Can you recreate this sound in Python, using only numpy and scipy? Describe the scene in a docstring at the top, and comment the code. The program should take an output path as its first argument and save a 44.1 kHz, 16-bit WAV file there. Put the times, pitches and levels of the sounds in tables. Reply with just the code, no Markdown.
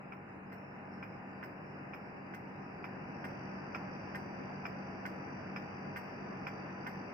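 """In a room, a spring-driven pendulum wall clock beats unevenly, tick then tock, in its wooden case near a phone.
A compressor motor hums and whines as a sum of sines on the orders of its shaft, over filtered noise: a broad
rush of air, a hiss pulsed once a turn and a faint background. Each beat sums decaying modes struck by a tooth's
drop and rebounds, plus a sizzle of shaped noise. Hum, whine and beats grow louder during the first seconds."""
import sys
import numpy as np
from scipy import signal
from scipy.fft import rfft, irfft, next_fast_len
from scipy.io import wavfile
from scipy.ndimage import uniform_filter1d, map_coordinates

SR = 44100
rng = np.random.default_rng(int(sys.argv[2]) if len(sys.argv) > 2 else 0)


def transcribe(u):
    """Save the signal u as a 16-bit wav file named by the first command-line argument.

    u: samples, shape (n,) or (channels, n), limited to [-1, 1]; the rate is SR.
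    q: integer samples, one column per channel.
    """
    v = np.clip(np.atleast_2d(u).T, -1, 1)
    q = np.round(v * 32767).astype(np.int16)
    wavfile.write(sys.argv[1], SR, q)


N = 314467

# Growth of hum with rush, and of whine: start_s, hum_level_db, whine_level_db
GROWTH = [(0.0, -49, -98), (0.48, -49.5, -96), (0.6, -48, -87), (0.9, -47.5, -78), (2.56, -46.5, -73.5),
          (3.2, -44.5, -69), (3.29, -44, -66.5), (7.13, -44, -66.5)]
# Motor lines, relative levels: shaft_order (multiple of shaft speed), left_db, right_db
SHAFT_ORDERS = [(2, -65, -65), (3, -58, -58), (4, -51, -53), (15, -68, -68), (16, -63, -64), (17, -59, -62),
                (19, -70, -68), (20, -63, -68), (21, -66, -66), (22, -67, -70), (25, -72, -66),
                (26, -68, -73), (37, -65, -71), (40, -70, -70), (54, -70, -71), (55, -82, -76),
                (59, -82, -85), (74, -98, -112), (75, -95, -112), (76, -98, -112), (96, -100, -87),
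                (97, -89, -80), (98, -81, -83), (99, -73, -80), (100, -79, -78), (103, -92, -89),
                (104, -95, -88), (105, -88, -88), (112, -102, -73), (113, -93, -82), (114, -107, -81),
                (117, -117, -84), (120, -116, -81), (121, -113, -80), (123, -100, -84), (124, -97, -87)]
# Rush of air, relative density: frequency_hz, left_db, right_db
RUSH_SPECTRUM = [(19.8, -89.5, -99), (44.6, -91, -93), (109, -76, -74), (236, -71.5, -72),
                 (321, -73.5, -74.5), (487, -77.5, -78), (686, -77.5, -78), (1170, -83.5, -83),
                 (1570, -82, -81.5), (2080, -86.5, -87.5), (2634, -86.5, -91), (2895, -101, -93),
                 (2976, -112, -108), (3440, -140, -140)]
# Hiss around the whine, relative density: frequency_hz, left_db, right_db
HISS_SPECTRUM = [(2730, -105, -105), (3270, -114, -112), (3350, -117, -120), (4000, -129, -129),
                 (4600, -116, -116), (4665, -101, -101), (4700, -98, -99), (4800, -104, -104),
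                 (4980, -98.5, -97.5), (5050, -104, -104), (5250, -111, -110), (5300, -108, -101),
                 (5850, -113, -102), (6300, -120, -120), (6000, -122, -128), (7400, -135, -135)]
# Faint background noise, average density: frequency_hz, left_db_per_hz, right_db_per_hz
BACKGROUND_SPECTRUM = [(2000, -124, -127), (5500, -122, -126), (8500, -130, -130), (12800, -131, -131),
                       (14800, -129, -127), (16300, -133, -135)]
# Likeness of left and right noise: frequency_hz, correlation (-1 to 1)
STEREO_LIKENESS = [(60, 0.86), (180, 1), (550, 0.31), (1650, -0.13), (4970, -0.3), (15000, -0.76)]
# How steeply each part of the whine follows its growth: frequency_hz, slope_db_per_db
WHINE_STEEPNESS = [(3000, 3), (3600, 9.6), (4750, 1.17), (5030, 0.45), (5220, 1), (5400, 0.41), (5800, 2),
                   (7000, 3)]
# Beats, tick and tock in turn: start_s, relative_knock_db, relative_sizzle_db
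BEATS = [(0.1225, -2, -2), (0.52, -3.5, -5), (1.0276, -0.5, -2), (1.4278, 2.5, 0), (1.9355, -2, 2),
         (2.3370, -1, -2.5), (2.8422, -0.5, -2.5), (3.2415, 1, -3.5), (3.7477, 2, -1), (4.1467, 2, -1),
         (4.654, 1.5, 2), (5.0531, 3, 0), (5.5617, 0, 1), (5.9602, 2.5, 1.5), (6.4685, 1, 0),
         (6.8657, 3.5, 0.5)]
# Modes of case and movement, relative levels:
# frequency_hz, t60_s, tick_db, tock_db, left_minus_right_db, left_lag_ms
MODES = [(720, .04, -11, -14, 0, .2), (990, .04, -7, -13, 5, .15), (1220, .018, -8, -9, 5, .05),
         (1380, .014, 4, -9, -12, .15), (1495, .022, -6, 2, -9, .47), (1660, .02, -9, -4, 1, .3),
         (1850, .02, -6, 0, -3, .42), (2070, .018, -4, 1, -4, .4), (2360, .008, 12.5, 4, 1.5, .42),
         (2690, .018, -12, -8, -8, .48), (2900, .03, -23, -23, -14, .3), (3240, .02, -34, -26, -24, .42),
         (3550, .04, -38, -36, -10, .42), (4880, .05, -38, -33, -10, .42),
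         (5260, .05, -29.5, -38, -16, .42), (5560, .05, -40, -35, -12, .42),
         (6130, .04, -44, -38, -12, .42)]
# The drop on the pallet, then its rebounds, relative levels:
# tick_delay_s, tick_db, tock_delay_s, tock_db
CONTACTS = [(0, 0, 0, 0), (.0045, -13, .0048, -9), (.008, -9, .0092, -4), (.0112, -8, .0135, -8),
            (.02, -17, .018, -13)]
# Brass sizzle of the wheel, relative levels: frequency_hz, tick_db, tock_db, left_minus_right_db
SIZZLE_SPECTRUM = [(3000, -7.5, -16, -22), (3540, -11, -12.5, -14), (5090, -24, 4, -24.5),
                   (7250, -2.5, -12, -10), (8230, -14.5, -3, -18.5), (9900, -10.5, -5, -6.5),
                   (11300, -8, -18, -20.5), (13200, 11.5, 1.5, -17), (14300, 16, 6.5, -9.5),
                   (15400, 14, 4, -5), (16000, -29, -33.5, -11)]

SHAFT_HZ = 48.01
WHINE_FROM = 60  # first shaft order of the whine
MOTOR_LAG_S = .000205  # the motor reaches the left microphone later
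FLICKER_ORDERS, FLICKER_DB = (70, 80), 7  # orders between these come and go together
HISS_PATCHY_DB, BACKGROUND_PATCHY_DB = 3.5, 4.5
TOP_HZ = 16225  # band limit of the phone

# Pairs are (tick, tock). These gains hold once the hum is full, before each beat's own offsets.
KNOCK_DB, SIZZLE_DB, BRASS_DB = (-32.5, -36), (-70, -55), (11.5, 5)
KNOCK_GROWS, SIZZLE_GROWS, BRASS_GROWS = 1.02, 0.92, 1.8  # dB per dB of hum growth
BRASS_FOLLOWS = -0.63  # dB per dB of a beat's knock strength
BRASS_HZ = 3100  # modes above belong to the movement, below to the case
SWELL_S, BRASS_SWELL_S = .0009, .003  # build-up time constants of case, movement
WOOD_HZ, WOOD_DB = (1600, 2200), (5, 3)  # rebounds drive these modes harder than the drop does
SIZZLE_PEAKS_DB, SIZZLE_PEAK_HZ = 4, 130  # narrow rings in the sizzle: spread, spacing
SIZZLE_GRAIN_DB = 4.5  # lumpiness of the sizzle in time
ROOM_DB = [[-14], [-17]]  # (left, right) of the room's answer to the sizzle
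LEAD_S = .0007  # a beat starts this long before it is heard


def amp(db):
    """Decibel law: 20 dB is a tenfold amplitude."""
    return 10 ** (np.asarray(db) / 20)


def unit(x):
    """Normalisation to unit root-mean-square amplitude."""
    return x / np.sqrt(np.mean(x ** 2) + 1e-20)


def along(points, hz):
    """Logarithmic frequency interpolation, one row per value column of the points."""
    f, *cols = np.transpose(points)
    return np.array([np.interp(np.log(hz + 1), np.log(f + 1), c) for c in cols])


def wobble(rate, count):
    """Slow random modulation: splines through random knots, rate knots a second."""
    knots = rng.standard_normal((count, int(N * rate / SR) + 4))
    return np.array([map_coordinates(k, [np.arange(N) * rate / SR], order=2) for k in knots])


def patches(shape, bins, frames):
    """Local averaging: random values smoothed over frequency bins and time frames."""
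    over_hz = uniform_filter1d(rng.standard_normal(shape), bins, axis=0)
    return unit(uniform_filter1d(over_hz, frames, axis=1))


def filtered(x, response):
    """Linear filtering: the spectrum multiplied by a response of frequency."""
    n = x.shape[-1]
    m = next_fast_len(n + 8192)
    return irfft(rfft(x, m) * response(np.fft.rfftfreq(m, 1 / SR)), m)[..., :n]


def sides(lean_db):
    """Interchannel level difference, shared equally between left and right gains."""
    return amp([lean_db / 2, -lean_db / 2])


def air(spectrum, patchy_db):
    """Partly correlated noise: mid and side mixed by likeness, with a given density and patchy gain."""
    z = signal.stft(rng.standard_normal((2, N + 1024)), nperseg=512)[2]
    z = z * amp(patchy_db * patches(z.shape[1:], bins=5, frames=10))
    pair = unit(signal.istft(z, nperseg=512)[1][:, :N])

    def mid_side(hz):
        # cos^2 - sin^2 of this angle is the left-right correlation
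        angle = np.arccos(np.clip(along(STEREO_LIKENESS, hz)[0], -1, 1)) / 2
        return np.array([np.cos(angle), np.sin(angle)])

    mid, side = filtered(pair, mid_side)
    stereo = np.array([mid + side, mid - side])
    return filtered(stereo, lambda hz: amp(along(spectrum, hz)) * np.sqrt(SR / 2))


def motor():
    """Harmonics of rotation: wavering shaft orders; high ones at loosely scattered phases trill amid pulsed hiss."""
    order, left_db, right_db = np.transpose(SHAFT_ORDERS)[:, :, None]
    left_phase = -2 * np.pi * order * SHAFT_HZ * MOTOR_LAG_S
    high = order[:, 0] >= WHINE_FROM
    turn = 2 * np.pi * np.cumsum(SHAFT_HZ * (1 + .0001 * wobble(1.48, count=1)[0])) / SR

    start_spread = np.where(high, 1.9, np.pi)[:, None]  # radians
    start_phase = rng.normal(0, 1, order.shape) * start_spread
    phase = order * turn + start_phase + 0.25 * wobble(4.4, count=len(order))
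    lines = np.array([amp(left_db) * np.sin(phase + left_phase), amp(right_db) * np.sin(phase)])

    flickers = (order > FLICKER_ORDERS[0]) * (order < FLICKER_ORDERS[1])
    flicker_db = flickers * FLICKER_DB * (wobble(5, count=1) - .5)
    depth_db = np.where(high, 2.5, 1.5)[:, None]
    lines = lines * np.sqrt(2) * amp(depth_db * wobble(7, count=len(order)) + flicker_db)

    hiss = air(HISS_SPECTRUM, HISS_PATCHY_DB) * amp(3 * np.cos(turn))  # one pulse a turn
    hum = amp(0.18) * lines[:, ~high].sum(axis=1)
    whine = amp(0.5) * lines[:, high].sum(axis=1) + hiss
    return hum, whine


def hum_and_rush(hum):
    """Superposition: shaft hum and broad air noise share one growing level."""
    start_s, hum_db, _ = np.transpose(GROWTH)
    level_db = np.interp(np.arange(N) / SR, start_s, hum_db)
    return amp(level_db) * unit(hum + air(RUSH_SPECTRUM, patchy_db=0.73))


def growing_whine(whine):
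    """Frequency-dependent growth: each band rises at its own slope, in patches while faint."""
    start_s, _, whine_db = np.transpose(GROWTH)
    full_db = whine_db.max()
    hz, t, z = signal.stft(unit(whine), SR, nperseg=512)
    growth_db = np.interp(t, start_s, whine_db - full_db)  # negative until full
    steep = along(WHINE_STEEPNESS, hz).T + 0.28 * patches(z.shape[1:], bins=3, frames=16)
    grown = signal.istft(z * amp(steep * growth_db), SR, nperseg=512)[1][:, :N]
    return amp(full_db) * grown


def background_noise():
    """Faint background noise: a random signal of given average density, uneven in time and frequency."""
    return air(BACKGROUND_SPECTRUM, BACKGROUND_PATCHY_DB)


def knock(t, pallet, brass_db):
    """Modal superposition: drop and rebounds excite decaying modes of the case and movement."""
    hz, t60, tick_db, tock_db, lean_db, lag_ms = np.transpose(MODES)[:, :, None]
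    lag = np.array([lag_ms / 1000, 0 * lag_ms])  # left, right seconds
    swell = np.where(hz > BRASS_HZ, BRASS_SWELL_S, SWELL_S)
    wood = (hz > WOOD_HZ[0]) * (hz < WOOD_HZ[1])
    mode_db = (tick_db, tock_db)[pallet] + brass_db * (hz > BRASS_HZ)
    detuned_hz = hz * (1 + rng.normal(0, .005, hz.shape))
    out = np.zeros((2, len(t)))
    for contact in CONTACTS:
        after, contact_db = contact[2 * pallet:2 * pallet + 2]
        rebound = after > 0  # rebounds differ from beat to beat, the drop hardly
        u = np.maximum(t - after - lag - rebound * rng.normal(0, .00012), 0)
        level_db = mode_db + contact_db + rng.normal(0, 1 + rebound, hz.shape)
        level_db += rebound * WOOD_DB[pallet] * wood
        envelope = amp(level_db - 60 * u / t60) * (1 - np.exp(-u / swell)) ** 2
        ring = envelope * np.sin(2 * np.pi * detuned_hz * u)
        out += np.sum(sides(lean_db) * ring, axis=1)
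    # loose wheels chatter on: the knock convolved with decaying noise
    rattle = rng.standard_normal(len(t)) * (t > .004) * amp(-35.5 - 60 * t / 0.17)
    return out + signal.fftconvolve(out, rattle[None], axes=1)[:, :len(t)]


def wheel_sizzle(t, pallet, brass_db):
    """Dense resonance as filtered noise: a direct burst and a lingering answer from the room."""
    # the sizzle's colour varies at random from beat to beat
    beat_colour = list(zip(np.transpose(SIZZLE_SPECTRUM)[0], rng.normal(0, 2, len(SIZZLE_SPECTRUM))))
    peaks_db = SIZZLE_PEAKS_DB * rng.standard_normal(SR // 2 // SIZZLE_PEAK_HZ)

    def colour(hz):
        spectrum = along(SIZZLE_SPECTRUM, hz)
        level_db = np.interp(hz / SIZZLE_PEAK_HZ, np.arange(len(peaks_db)), peaks_db)
        level_db = level_db + spectrum[pallet] + along(beat_colour, hz)[0]
        level_db = level_db + brass_db * (hz < 11000)
        return amp(level_db) * sides(spectrum[2]) * (hz > 2500)

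    noise = unit(filtered(rng.standard_normal((2, len(t))), colour))
    u = np.maximum(t - (.0001, .002)[pallet], 0)  # the tock's sizzle peaks later
    rise = (1 - np.exp(-u / 0.0035)) ** 2
    near = rise * amp(-60 * u / (.15, .095)[pallet])
    far = rise * amp(ROOM_DB - 60 * u / .5)  # leans less to the right
    grain_db = SIZZLE_GRAIN_DB * np.interp(t * 400, np.arange(200), rng.standard_normal(200))
    return (amp(grain_db) * near + far) * noise


def clock():
    """Escapement impact: at each beat a tooth drops on one pallet, knocking the case and sizzling."""
    out, t = np.zeros((2, N + SR)), np.arange(SR // 3) / SR
    growth_s, hum_db, _ = np.transpose(GROWTH)
    for k, (start_s, strength_db, bright_db) in enumerate(BEATS):
        pallet = k % 2  # 0 tick, 1 tock
        growth_db = np.interp(start_s, growth_s, hum_db - hum_db[-1])  # negative until the hum is full
        knock_db = KNOCK_DB[pallet] + KNOCK_GROWS * growth_db + strength_db
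        sizzle_db = SIZZLE_DB[pallet] + SIZZLE_GROWS * growth_db + bright_db
        brass_db = BRASS_DB[pallet] + BRASS_GROWS * growth_db + BRASS_FOLLOWS * strength_db
        beat = amp(knock_db) * knock(t, pallet, brass_db)
        beat += amp(sizzle_db) * wheel_sizzle(t, pallet, brass_db)
        start = round((start_s - LEAD_S) * SR)
        out[:, start:start + len(t)] += beat
    return out[:, :N]


def scene():
    """Linear superposition of hum with rush, whine, background noise and clock."""
    hum, whine = motor()
    return hum_and_rush(hum) + growing_whine(whine) + background_noise() + clock()


def record(dry):
    """Band limiting: the phone keeps nothing from its upper limit on."""
    return filtered(dry, lambda hz: hz < TOP_HZ)


dry = scene()
out = record(dry)
transcribe(out)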